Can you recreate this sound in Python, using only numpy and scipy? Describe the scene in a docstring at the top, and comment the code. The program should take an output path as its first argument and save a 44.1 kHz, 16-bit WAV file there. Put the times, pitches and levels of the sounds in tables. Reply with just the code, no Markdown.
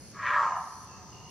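"""Big cat at night

A big cat gives one hoarse, rasping call of flapping vocal folds and puffs of air; resonant peaks colour it
and darken as the mouth closes. The surrounding trees return a long tail and a late echo.
Crickets trill with their wing strokes and a katydid scrapes out buzzing bursts over a low rumble."""
import sys
import numpy as np
from scipy import signal
from scipy.fft import rfft, irfft
from scipy.io import wavfile
from scipy.ndimage import uniform_filter1d

SR = 44100
rng = np.random.default_rng(int(sys.argv[2]) if len(sys.argv) > 2 else 0)


def unload_wav(signal):
    """Save mono or channel-first audio to the path in sys.argv[1] as 16-bit WAV at rate SR, clipped to [-1, 1]."""
    wavfile.write(
        sys.argv[1],
        SR,
        np.round(np.clip(np.atleast_2d(signal).T, -1, 1) * 32767).astype(np.int16),
    )


N = 57330
TIME = np.arange(N) / SR


def amp(db):
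    """Decibels to gain."""
    return 10 ** (np.asarray(db) / 20)


def unit(x):
    """Scales to rms 1."""
    return x / np.sqrt(np.mean(abs(x) ** 2) + 1e-20)


def curve(points):
    """An automation curve through breakpoints."""
    return np.interp(TIME, *np.transpose(points))


def read(points, hz):
    """Reads breakpoints on a log-frequency axis."""
    f, value = np.transpose(points)
    return np.interp(np.log(hz + 1), np.log(f + 1), value)


def eq(x, points):
    """Filters by an EQ curve in dB."""
    gain = amp(read(points, np.fft.rfftfreq(2 * N, 1 / SR)))
    return irfft(rfft(x, 2 * N) * gain)[..., :N]


def drift(hz):
    """Smooth random modulation up to a rate."""
    rolloff = 1 + (np.fft.rfftfreq(N, 1 / SR) / hz) ** 4
    return unit(irfft(rfft(rng.standard_normal(N)) / rolloff, N))


def phase_pan(x, phase):
    """Places a sound by the phase between left and right."""
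    return (signal.hilbert(x) * np.exp(.5j * phase * np.array([[1], [-1]]))).real


# Stereo image, narrow lows and wide highs: f/Hz, left-right correlation
CORRELATION = [(30, .85), (90, 0.73), (250, 0.81), (500, 0.57), (1200, 0.89), (3000, 0.25), (5500, 0.069),
               (15000, .05)]
def diffuse_field():
    """Diffuse stereo noise, as frequencies, times and short-time spectra."""
    hz, t, (a, b) = signal.stft(rng.standard_normal((2, N)), SR, nperseg=1024)
    alike = read(CORRELATION, hz)[:, None]
    mid, side = a * np.sqrt(1 + alike), b * np.sqrt(1 - alike)
    return hz[:, None], t, np.array([mid + side, mid - side])


# Tone of the night bed: f/Hz, gain/dB
NIGHT_EQ = [(20, -38), (40, -18.5), (65, -1.5), (110, 0.5), (190, -2), (300, -10), (450, -11), (700, -16.5),
            (1200, -22), (2000, -22), (3700, -25), (4500, -20.5), (6500, -20.5), (7500, -28),
            (11000, -34.5), (15500, -41)]
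# Fader ride on its bass: t/s, gain/dB
RUMBLE_RIDE = [(0, 1.5), (.2, -0.5), (.5, -0.5), (.75, -1.7), (.98, 0.5), (1.16, 3.5), (1.3, -1.1)]
def night_bed(level_db=-51.5, bass_top_hz=800, flicker_db=1.28):
    """A distant rumble that swells slightly, under a thin hiss."""
    hz, t, spectra = diffuse_field()
    flicker = uniform_filter1d(rng.standard_normal(spectra.shape[1:]), size=8, axis=0)
    flicker = unit(uniform_filter1d(flicker, size=8, axis=1))
    swell_db = np.interp(t, *np.transpose(RUMBLE_RIDE)) / (1 + (hz / bass_top_hz) ** 4)
    noise = signal.istft(spectra * amp(swell_db + flicker_db * flicker))[1][:, :N]
    return amp(level_db) * unit(eq(noise, NIGHT_EQ))


# Reverb time among the trees: f/Hz, t60/s
TREE_DECAY = [(300, 0.4), (1000, 1.19), (2000, 1.01), (4000, 0.48), (9000, 0.36)]
def trees(x, echo=False, delay_s=.6, blur_s=.084):
    """Reflections scattered by the trees: a dying tail, or one blurred late echo."""
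    hz, t, spectra = diffuse_field()
    if echo:
        envelope = np.exp(-.5 * ((t - delay_s) / blur_s) ** 2)
    else:
        envelope = (1 - np.exp(-t / .005)) * amp(-60 * t / read(TREE_DECAY, hz))
    impulse = signal.istft(spectra * envelope)[1]
    return signal.fftconvolve(x[None], impulse / np.linalg.norm(impulse[0]), axes=1)[:, :N]


def cricket(hz, rate, fall_hz, db, phase, wet, waver_db, gate=1):
    """Each wing stroke is a short tone that falls in pitch."""
    stroke_rate = rate * (1 + .015 * drift(hz=30))
    stroke = (rng.random() + np.cumsum(stroke_rate) / SR) % 1
    pitch = hz + fall_hz * (.5 - stroke) + 35 * drift(hz=145)
    pulses = np.sin(np.pi * stroke) ** 2.8 * amp(waver_db * drift(hz=24))
    song = amp(db) * gate * unit(pulses * np.sin(2 * np.pi * np.cumsum(pitch) / SR))
    return np.sqrt(1 - wet) * phase_pan(song, phase) + np.sqrt(wet) * trees(song)


# Background crickets: f/Hz, fall per stroke/Hz, level/dB, stereo phase/rad, wet share
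CHORUS = [(5900, 440, -63.5, 1, 0.5), (6570, 350, -62, 4, 0.35), (5080, 190, -65, -2, 0.4),
          (4436, 440, -65, 0.8, 0.67), (5510, 570, -66, 0.3, 1)]
# Their wing strokes, one entry each: rate/Hz
STROKE_RATES = [77, 73.6, 43, 38, 51]
def cricket_chorus():
    """Five crickets hold an unbroken, wavering trill."""
    return sum(cricket(hz, rate, *rest, waver_db=2) for rate, (hz, *rest) in zip(STROKE_RATES, CHORUS))


# Katydid cues: start/s, end/s, level/dB
BURSTS = [(-.2, .117, -56.5), (0.538, .853, -57), (1.268, 1.5, -58)]
# Wing resonance: f/Hz, gain/dB
WING_EQ = [(6000, -30), (7500, -15), (8300, -7), (9000, -3.5), (9650, -5), (10300, 0), (10850, 0),
           (11400, -7), (12100, -18), (15000, -35)]
def katydid(scrape_hz=214, duty=.45, tooth_hz=11700, fall_hz=4020, wander_hz=350):
    """Fast scrapes, each a slowing run of teeth that rings the wing; bursts swell and stop dead."""
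    turns = scrape_hz * TIME
    along = np.minimum(turns % 1 / duty, 1)
    accent = 1 + .24 * np.cos(np.pi * np.floor(turns))  # strong and weak in turn
    scrapes = np.sin(np.pi * along) ** .5 * accent
    tooth_rate = tooth_hz - fall_hz * along + wander_hz * drift(hz=910)
    teeth = np.sin(2 * np.pi * np.cumsum(tooth_rate) / SR)
    gate = sum(amp(db) * np.clip((TIME - start) / .04, 0, 1) * (TIME < end) for start, end, db in BURSTS)
    song = gate * unit(eq(scrapes * teeth, WING_EQ))
    return phase_pan(song, phase=3.65) + amp(-9) * trees(song)


def vocal_folds(rasp_hz=116.38, jitter=.15, spread_db=2, breathiness=.6):
    """The folds flap unevenly, each flap a click and a fading puff of air."""
    turns = np.cumsum(rasp_hz * np.maximum(1 + jitter * drift(hz=69.78), .1)) / SR
    cycle = turns.astype(int)
    strength = amp(spread_db * np.clip(rng.standard_normal(N), -2, 1))[cycle]
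    flaps = unit(np.diff(cycle, prepend=0) * strength)
    airflow = .34 + np.exp(-(turns % 1) / .69)
    puffs = unit(strength * airflow * rng.standard_normal(N))
    return np.sqrt(1 - breathiness) * flaps + np.sqrt(breathiness) * puffs


def resonate(x, hz, width):
    """A steep resonance that follows the curve hz."""
    carrier = np.exp(2j * np.pi * np.cumsum(hz) / SR)
    pole = np.exp(-np.pi * width / SR)
    return (carrier * signal.lfilter([(1 - pole) ** 2], [1, -2 * pole, pole ** 2], x / carrier)).real


# Mouth move: t/s, opening (0 shut, 1 wide)
MOUTH_OPENING = [(.12, 0.95), (.22, 1), (.29, 1), (.37, 0.85), (.45, 0.5), (.515, 0.14), (.56, 0.05)]
# Resonant peaks that colour the call: open f/Hz, shut f/Hz, width/Hz,
# open gain/dB, part-open gain/dB, shut gain/dB
CALL_PEAKS = [(602, 585, 66, -20.5, -13, -22.5), (780, 733, 82, -35, -26.5, -1.5),
              (1012, 897.4, 114, -7.5, -3.5, -1), (1146, 1029, 95, -1, 1, 0),
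              (1256.5, 1215, 50, -7.5, -3.5, -5), (1369, 1300, 113, -6, -6, -10.5),
              (1648.5, 1610, 120, -3, -9, -23), (1878, 1780, 187, -6, -12, -20.5),
              (2274, 2105, 315, -11.5, -26.5, -26.5), (2710, 930, 1620, -16.5, -21.5, -38.5)]
def call_colour(rasp, hiss, hiss_from_hz=2390, part_open=.75):
    """Resonant peaks colour the rasp and darken as the mouth closes; higher ones take more hiss."""
    mouth = curve(MOUTH_OPENING)
    voice = np.zeros(N)
    for k, (open_hz, shut_hz, width, open_db, part_db, shut_db) in enumerate(CALL_PEAKS):
        drive = rasp + (open_hz / hiss_from_hz) ** 2 * hiss
        ring = resonate(drive, shut_hz + (open_hz - shut_hz) * mouth, width)
        gain = amp(np.interp(mouth, [0, part_open, 1], [shut_db, part_db, open_db]))
        voice += (-1) ** k * gain * unit(ring)
    return voice / np.sqrt(uniform_filter1d(voice ** 2, size=1500) + 1e-9)  # hold the level steady


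# Envelope of the voice: t/s, level/dB
VOICE_LEVEL = [(.12, -82.5), (.145, -53.5), (.175, -43.5), (.225, -35), (.275, -27.5), (.33, -26.5),
               (.375, -23.5), (.435, -26), (.478, -27.5), (.505, -32.5), (.572, -32), (.61, -39.5),
               (.66, -44), (.74, -55.5)]
# Tone of the air rushing through the mouth: f/Hz, gain/dB
BREATH_EQ = [(200, -33.5), (450, 8.5), (800, 9), (2500, 3.5), (3600, -9), (4600, -5), (6000, -6.5),
             (7400, -8.5), (8600, -21), (12000, -61)]
# Envelope of that breath: t/s, level/dB
BREATH_LEVEL = [(.14, -63.5), (.27, -58.5), (.42, -43.5), (.49, -47), (.6, -62), (.7, -88)]
# Pan of the call: f/Hz, left minus right/dB
CAT_PAN = [(1200, -0.5), (1700, 0.5), (2300, 3.5), (3200, -1), (4500, -1.5), (8000, -1)]
def cat(tail_db=-14.5, echo_db=-34):
    """One hoarse call with a rush of breath, thrown back by the trees."""
    hiss = rng.standard_normal(N)
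    voice = call_colour(vocal_folds(), hiss) * amp(curve(VOICE_LEVEL))
    breath = unit(eq(hiss, BREATH_EQ)) * amp(curve(BREATH_LEVEL))
    call = voice + breath
    direct = np.array([eq(call, [(hz, side * db / 2) for hz, db in CAT_PAN]) for side in (1, -1)])
    return direct + amp(tail_db) * trees(call) + amp(echo_db) * trees(call, echo=True)


# Foreground cricket cues: start/s, length/s, f/Hz, stroke rate/Hz, fall per stroke/Hz,
# level before trim/dB, stereo phase/rad, wet share
NEAR_TRILLS = [(.44, 1.0, 6000, 77, 600, -62, 1.3, .1), (.48, .11, 2850, 54, 220, -64, 0, .25),
               (.87, .14, 2690, 71, 200, -66.5, 0, .25), (1.112, .3, 2850, 54, 190, -61.5, -.2, .2)]
def near_crickets(fade_s=.02, trim_db=2):
    """Nearer crickets that start and stop."""
    trills = np.zeros((2, N))
    for start, length, *song in NEAR_TRILLS:
        gate = np.clip(np.minimum(TIME - start, start + length - TIME) / fade_s, 0, 1)
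        trills += cricket(*song, waver_db=1.2, gate=gate)
    return amp(trim_db) * trills


def scene():
    """The cat among the night insects."""
    return night_bed() + cricket_chorus() + katydid() + cat() + near_crickets()


def record(dry):
    """A steep high cut on the mix."""
    high_cut = signal.firwin(511, 15750, window=("kaiser", 9), fs=SR)
    return signal.oaconvolve(dry, high_cut[None], "same")


dry = scene()
out = record(dry)
unload_wav(out)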